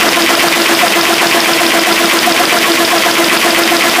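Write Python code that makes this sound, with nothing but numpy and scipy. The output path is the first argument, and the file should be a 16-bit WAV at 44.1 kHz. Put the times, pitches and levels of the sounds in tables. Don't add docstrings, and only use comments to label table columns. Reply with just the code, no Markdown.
import sys
import numpy as np
from scipy import signal
from scipy.fft import rfft, irfft, next_fast_len
from scipy.io import wavfile
from scipy.ndimage import uniform_filter1d, minimum_filter1d, map_coordinates

SR = 44100
rng = np.random.default_rng(int(sys.argv[2]) if len(sys.argv) > 2 else 0)


def dump(signal):
    limited = np.clip(np.atleast_2d(signal).T, -1, 1)
    pcm = np.round(limited * 32767).astype(np.int16)
    wavfile.write(sys.argv[1], SR, pcm)


N = 176400


def amp(db):
    return 10 ** (np.asarray(db) / 20)


def unit(x):
    return x / np.sqrt(np.mean(x ** 2) + 1e-20)


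def wobble(rate):
    return map_coordinates(rng.standard_normal(int(N * rate / SR) + 4), [np.arange(N) * rate / SR])


def hump(age, centre, half):
    return np.exp(-((age - centre) / half) ** 2)


def filtered(x, response):
    size = next_fast_len(N + 8192)
    return irfft(rfft(x, size) * response(np.fft.rfftfreq(size, 1 / SR)), size)[:N]


def coloured(x, points):
    hz, db = np.transpose(points)
    return unit(filtered(x, lambda f: amp(np.interp(np.log(f + 1), np.log(hz), db))))


def grainy(points, grain_db, rate):
    return coloured(rng.standard_normal(N) * amp(grain_db * wobble(rate)), points)


def resonance(hz, width_hz):
    noise = rng.standard_normal(N)
    return unit(filtered(noise, lambda f: (1j * f * width_hz / (hz**2 - f**2 + 1j * f * width_hz)) ** 2))


def add(track, s, sound):
    i = round(s * SR)
    if 0 <= i < N:
        track[i:i + len(sound)] += sound[:N - i]


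# start in seconds (the valve shuts), firmness of the suction grip in dB.
STROKES = [(-0.0417, 2.5), (0.091, 7), (0.222, 4.5), (0.3537, 7.5), (0.4859, -1.5), (0.6191, 2),
           (0.7504, 9.5), (0.8824, 1), (1.0131, 6.5), (1.1425, 7), (1.2718, -1), (1.4048, 5), (1.535, 8.5),
           (1.6663, 0), (1.7959, 6.5), (1.9261, 5.5), (2.0579, 2), (2.1905, 10), (2.3236, 6), (2.455, 8),
           (2.5888, -4), (2.719, 1.5), (2.8508, 8), (2.983, 6), (3.1138, 4), (3.2443, -1), (3.375, 6),
           (3.5078, -4), (3.6365, 2), (3.7681, 3), (3.8987, 6.5)]

def stroke_time():
    t = np.arange(N) / SR
    starts, grip_db = np.transpose(STROKES)
    stroke = np.maximum(np.searchsorted(starts, t) - 1, 0)
    return t - starts[stroke], grip_db[stroke]


OPEN_S, OPEN_RISE_S, SHUT_FALL_S = 0.0692, 0.0033, 0.0012

def opening(age):
    return np.clip((age - OPEN_S) / OPEN_RISE_S + .5, 0, 1) + np.exp(-age / SHUT_FALL_S)


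def vane_phase(age, vane_hz=336.4):
    surge = 0.021 * hump(age, 0.087, 0.028)
    seal = 0.018 * hump(age, 0.1193, 0.0071)
    load = surge + seal
    speed = 1 + 0.00294 * wobble(5) + 0.0048 * wobble(120) + load - load.mean()
    return 2 * np.pi * np.cumsum(vane_hz * speed) / SR


# harmonic number, level in dB with the valve shut, level in dB with it open.
PUMP_HARMONICS = [(1, -18.5, -15.5), (2, -28.5, -19), (3, -29.5, -29.5), (4, -39, -35), (5, -44, -29),
                  (6, -31.5, -28.5)]
# harmonic, stroke time and half length in seconds, rise in dB.
PUMP_SWELLS = [(2, 0.024, 0.0051, 13), (2, 0.11, 0.05, 1), (3, 0.094, 0.027, 7.5), (4, 0.119, 0.011, 18),
               (5, 0.109, 0.01, 7.5), (6, 0.107, .015, 5.5)]

def pump(age, phase):
    out, valve_open = np.zeros(N), opening(age)
    for k, shut_db, open_db in PUMP_HARMONICS:
        flutter_db = (2.5 if k > 1 else 2.6) * wobble(34.92)
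        swell_db = sum(rise * hump(age, s, half) for order, s, half, rise in PUMP_SWELLS if order == k)
        db = shut_db + (open_db - shut_db) * valve_open + flutter_db + swell_db
        offset = rng.uniform(0, 2 * np.pi)
        smear = (k > 1) * 0.74 * wobble(60)
        out += np.sqrt(2) * amp(db) * np.sin(k * phase + offset + smear)
    return out * amp(-19 * hump(age, 0.055, 0.013))


def blows(hits, modes, crack_db, crack_t60, scatter_s, scatter_db, attack_s, detune):
    out, t = np.zeros(N), np.arange(SR // 16) / SR
    hz, level, t60 = np.transpose(modes)[:, :, None]
    lowpass = signal.butter(1, 6500, fs=SR)
    for start, _ in STROKES:
        for s, db in hits:
            gain, tune = rng.standard_normal((2, len(modes), 1))
            decay = amp(level + 0.42 * gain - 60 * t / t60)
            ring = np.sum(decay * np.sin(2 * np.pi * hz * (1 + detune * tune) * t), axis=0)
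            noise = signal.lfilter(*lowpass, rng.standard_normal(len(t)))
            crack = amp(crack_db - 60 * t / crack_t60) * noise
            attack = (1 - np.exp(-t / attack_s)) ** 2
            onset = start + s + scatter_s * rng.normal()
            add(out, onset, amp(db + scatter_db * rng.normal()) * attack * (ring + crack))
    return out


# pitch in Hz, level in dB, t60 in seconds.
VALVE_MODES = [(5032, -2, 0.013), (5260, -13.5, 0.0095), (3580, -3, 0.0086), (4610, -6, 0.013),
               (2396, -20.5, 0.054)]
# stroke time in seconds, level in dB.
VALVE_HITS = [(-.0012, 6), (.0085, -7)]

def valve():
    return blows(VALVE_HITS, VALVE_MODES, crack_db=-14, crack_t60=0.005,
                 scatter_s=.0001, scatter_db=-0.5, attack_s=0.00036, detune=0.012)


# pitch in Hz, level in dB, t60 in seconds.
CATCH_MODES = [(2276, 2.3, 0.016), (3480, -2, 0.0079), (4700, -0.5, 0.0094)]

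def catch(strike_s=0.0397, strike_db=-1.5):
    return blows([(strike_s, strike_db)], CATCH_MODES, crack_db=-2.5, crack_t60=0.012,
                 scatter_s=.00005, scatter_db=-1.2, attack_s=0.00063, detune=0.01)


# pitch in Hz, level in dB, t60 in seconds.
ARM_MODES = [(1989, -5.5, 0.09), (2132, -1, 0.032), (2308, -4, 0.052), (2432, -2, 0.042), (2574, 3, 0.018),
             (2790, -13, 0.025), (3070, 2, 0.017)]
# stroke time in seconds, level in dB.
ARM_HITS = [(.04, -7), (.0535, -4), (.064, -14), (.072, -21)]

def arm():
    return blows(ARM_HITS, ARM_MODES, crack_db=0, crack_t60=0.0089,
                 scatter_s=.00005, scatter_db=2.1, attack_s=0.00025, detune=0.006)


# pitch in Hz, level in dB, t60 in seconds.
GUIDE_MODES = [(1097, 4.5, 0.086), (1290, 5, 0.024), (1520, 0, 0.038), (1860, -1.5, 0.052)]
# stroke time in seconds, level in dB.
GUIDE_HITS = [(.053, -15.5), (.0635, -14)]

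def guide():
    return blows(GUIDE_HITS, GUIDE_MODES, crack_db=-14, crack_t60=0.0046,
                 scatter_s=.0001, scatter_db=1.0, attack_s=0.00044, detune=0.0092)


def cup(age, grip_db):
    tone = resonance(hz=705, width_hz=48)
    sustained = unit(tone / np.sqrt(np.abs(signal.hilbert(tone)) + .1))
    return amp(-15.5 + grip_db) * hump(age, 0.0877, 0.011) * sustained


# frequency in Hz, relative level in dB.
SCRAPE_EQ = [(600, -36), (1300, -4), (2000, 6), (2700, 10), (3300, 2), (4200, -12), (8000, -41)]

def scrape(age):
    return amp(-16) * hump(age, 0.062, 0.016) * grainy(SCRAPE_EQ, grain_db=3.5, rate=500)


# frequency in Hz, relative level in dB.
SHEET_EQ = [(1000, -32), (4500, -25), (7000, 6.5), (11000, 4.5), (15500, -2)]
# start in seconds, relative level in dB.
PAPER_TICKS = [(0.032, -8), (1.8696, -11), (1.9894, -6), (2.137, -9), (2.2657, -5), (3.057, -14),
               (3.2006, -6), (3.5902, -3)]

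def paper(age, slide_decay_s=0.057, tick_t60=0.041):
    slide = np.clip((age - OPEN_S) / OPEN_RISE_S + 1, 0, 1)
    slide *= np.exp(-np.abs(age - OPEN_S) / slide_decay_s)
    flutter = amp(-24.5) * hump(age, 0.1244, 0.012) * resonance(hz=215, width_hz=113)
    hiss = amp(-22.5 + 0.9 * wobble(46)) * slide * grainy(SHEET_EQ, grain_db=4, rate=830)
    out, t = flutter + hiss, np.arange(SR // 30) / SR
    for s, db in PAPER_TICKS:
        add(out, s, amp(db - 5 - 60 * t / tick_t60) * rng.standard_normal(len(t)))
    return out


# frequency in Hz, relative level in dB.
SUCTION_EQ = [(100, -25), (250, 0), (500, 0.5), (900, 3), (1800, 2.5), (3000, -9), (5000, -10.5),
              (9000, -19), (15000, -25)]

def suction(age, phase):
    chopped = coloured(rng.standard_normal(N) * (1 + np.sin(phase)), SUCTION_EQ)
    return amp(-16 + 3 * wobble(13)) * opening(age) * chopped


# frequency in Hz, relative level in dB.
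HALL_EQ = [(25, -42), (70, -32), (115, -13), (160, -9), (215, 1.5), (420, 0.5), (560, 0.5), (800, -1.5),
           (1200, -1.5), (2200, -1.5), (3200, -1.5), (4100, -6), (5200, -6), (7000, -12), (11000, -14),
           (15500, -18)]

def hall():
    return amp(-11.5) * grainy(HALL_EQ, grain_db=1.7, rate=1500)


def scene():
    age, grip_db = stroke_time()
    phase = vane_phase(age)
    from_middle_s = (np.arange(N) - N / 2) / SR
    drone = amp(0.2 * from_middle_s) * pump(age, phase)
    air = amp(-0.23 * from_middle_s) * (hall() + suction(age, phase))
    clatter = amp(-0.24 * from_middle_s) * (valve() + catch() + arm() + scrape(age))
    return np.tile(drone + clatter + guide() + cup(age, grip_db) + paper(age) + air, (2, 1))


def record(dry):
    ceiling, release_s, top_hz = 1.06, 0.016, 15500
    over_db = 20 * np.log10(np.maximum(np.abs(dry[0]) / ceiling, 1))
    ramp = np.arange(N) / SR / release_s
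    cut_db = np.exp(np.maximum.accumulate(np.log(over_db + 1e-9) + ramp) - ramp)
    held = dry[0] * uniform_filter1d(minimum_filter1d(amp(-cut_db), size=15), size=15)
    rounded = held / (1 + np.abs(held) ** 10) ** (1 / 10)
    return np.tile(filtered(rounded, lambda hz: hz < top_hz), (2, 1))


dry = scene()
out = record(dry)
dump(out)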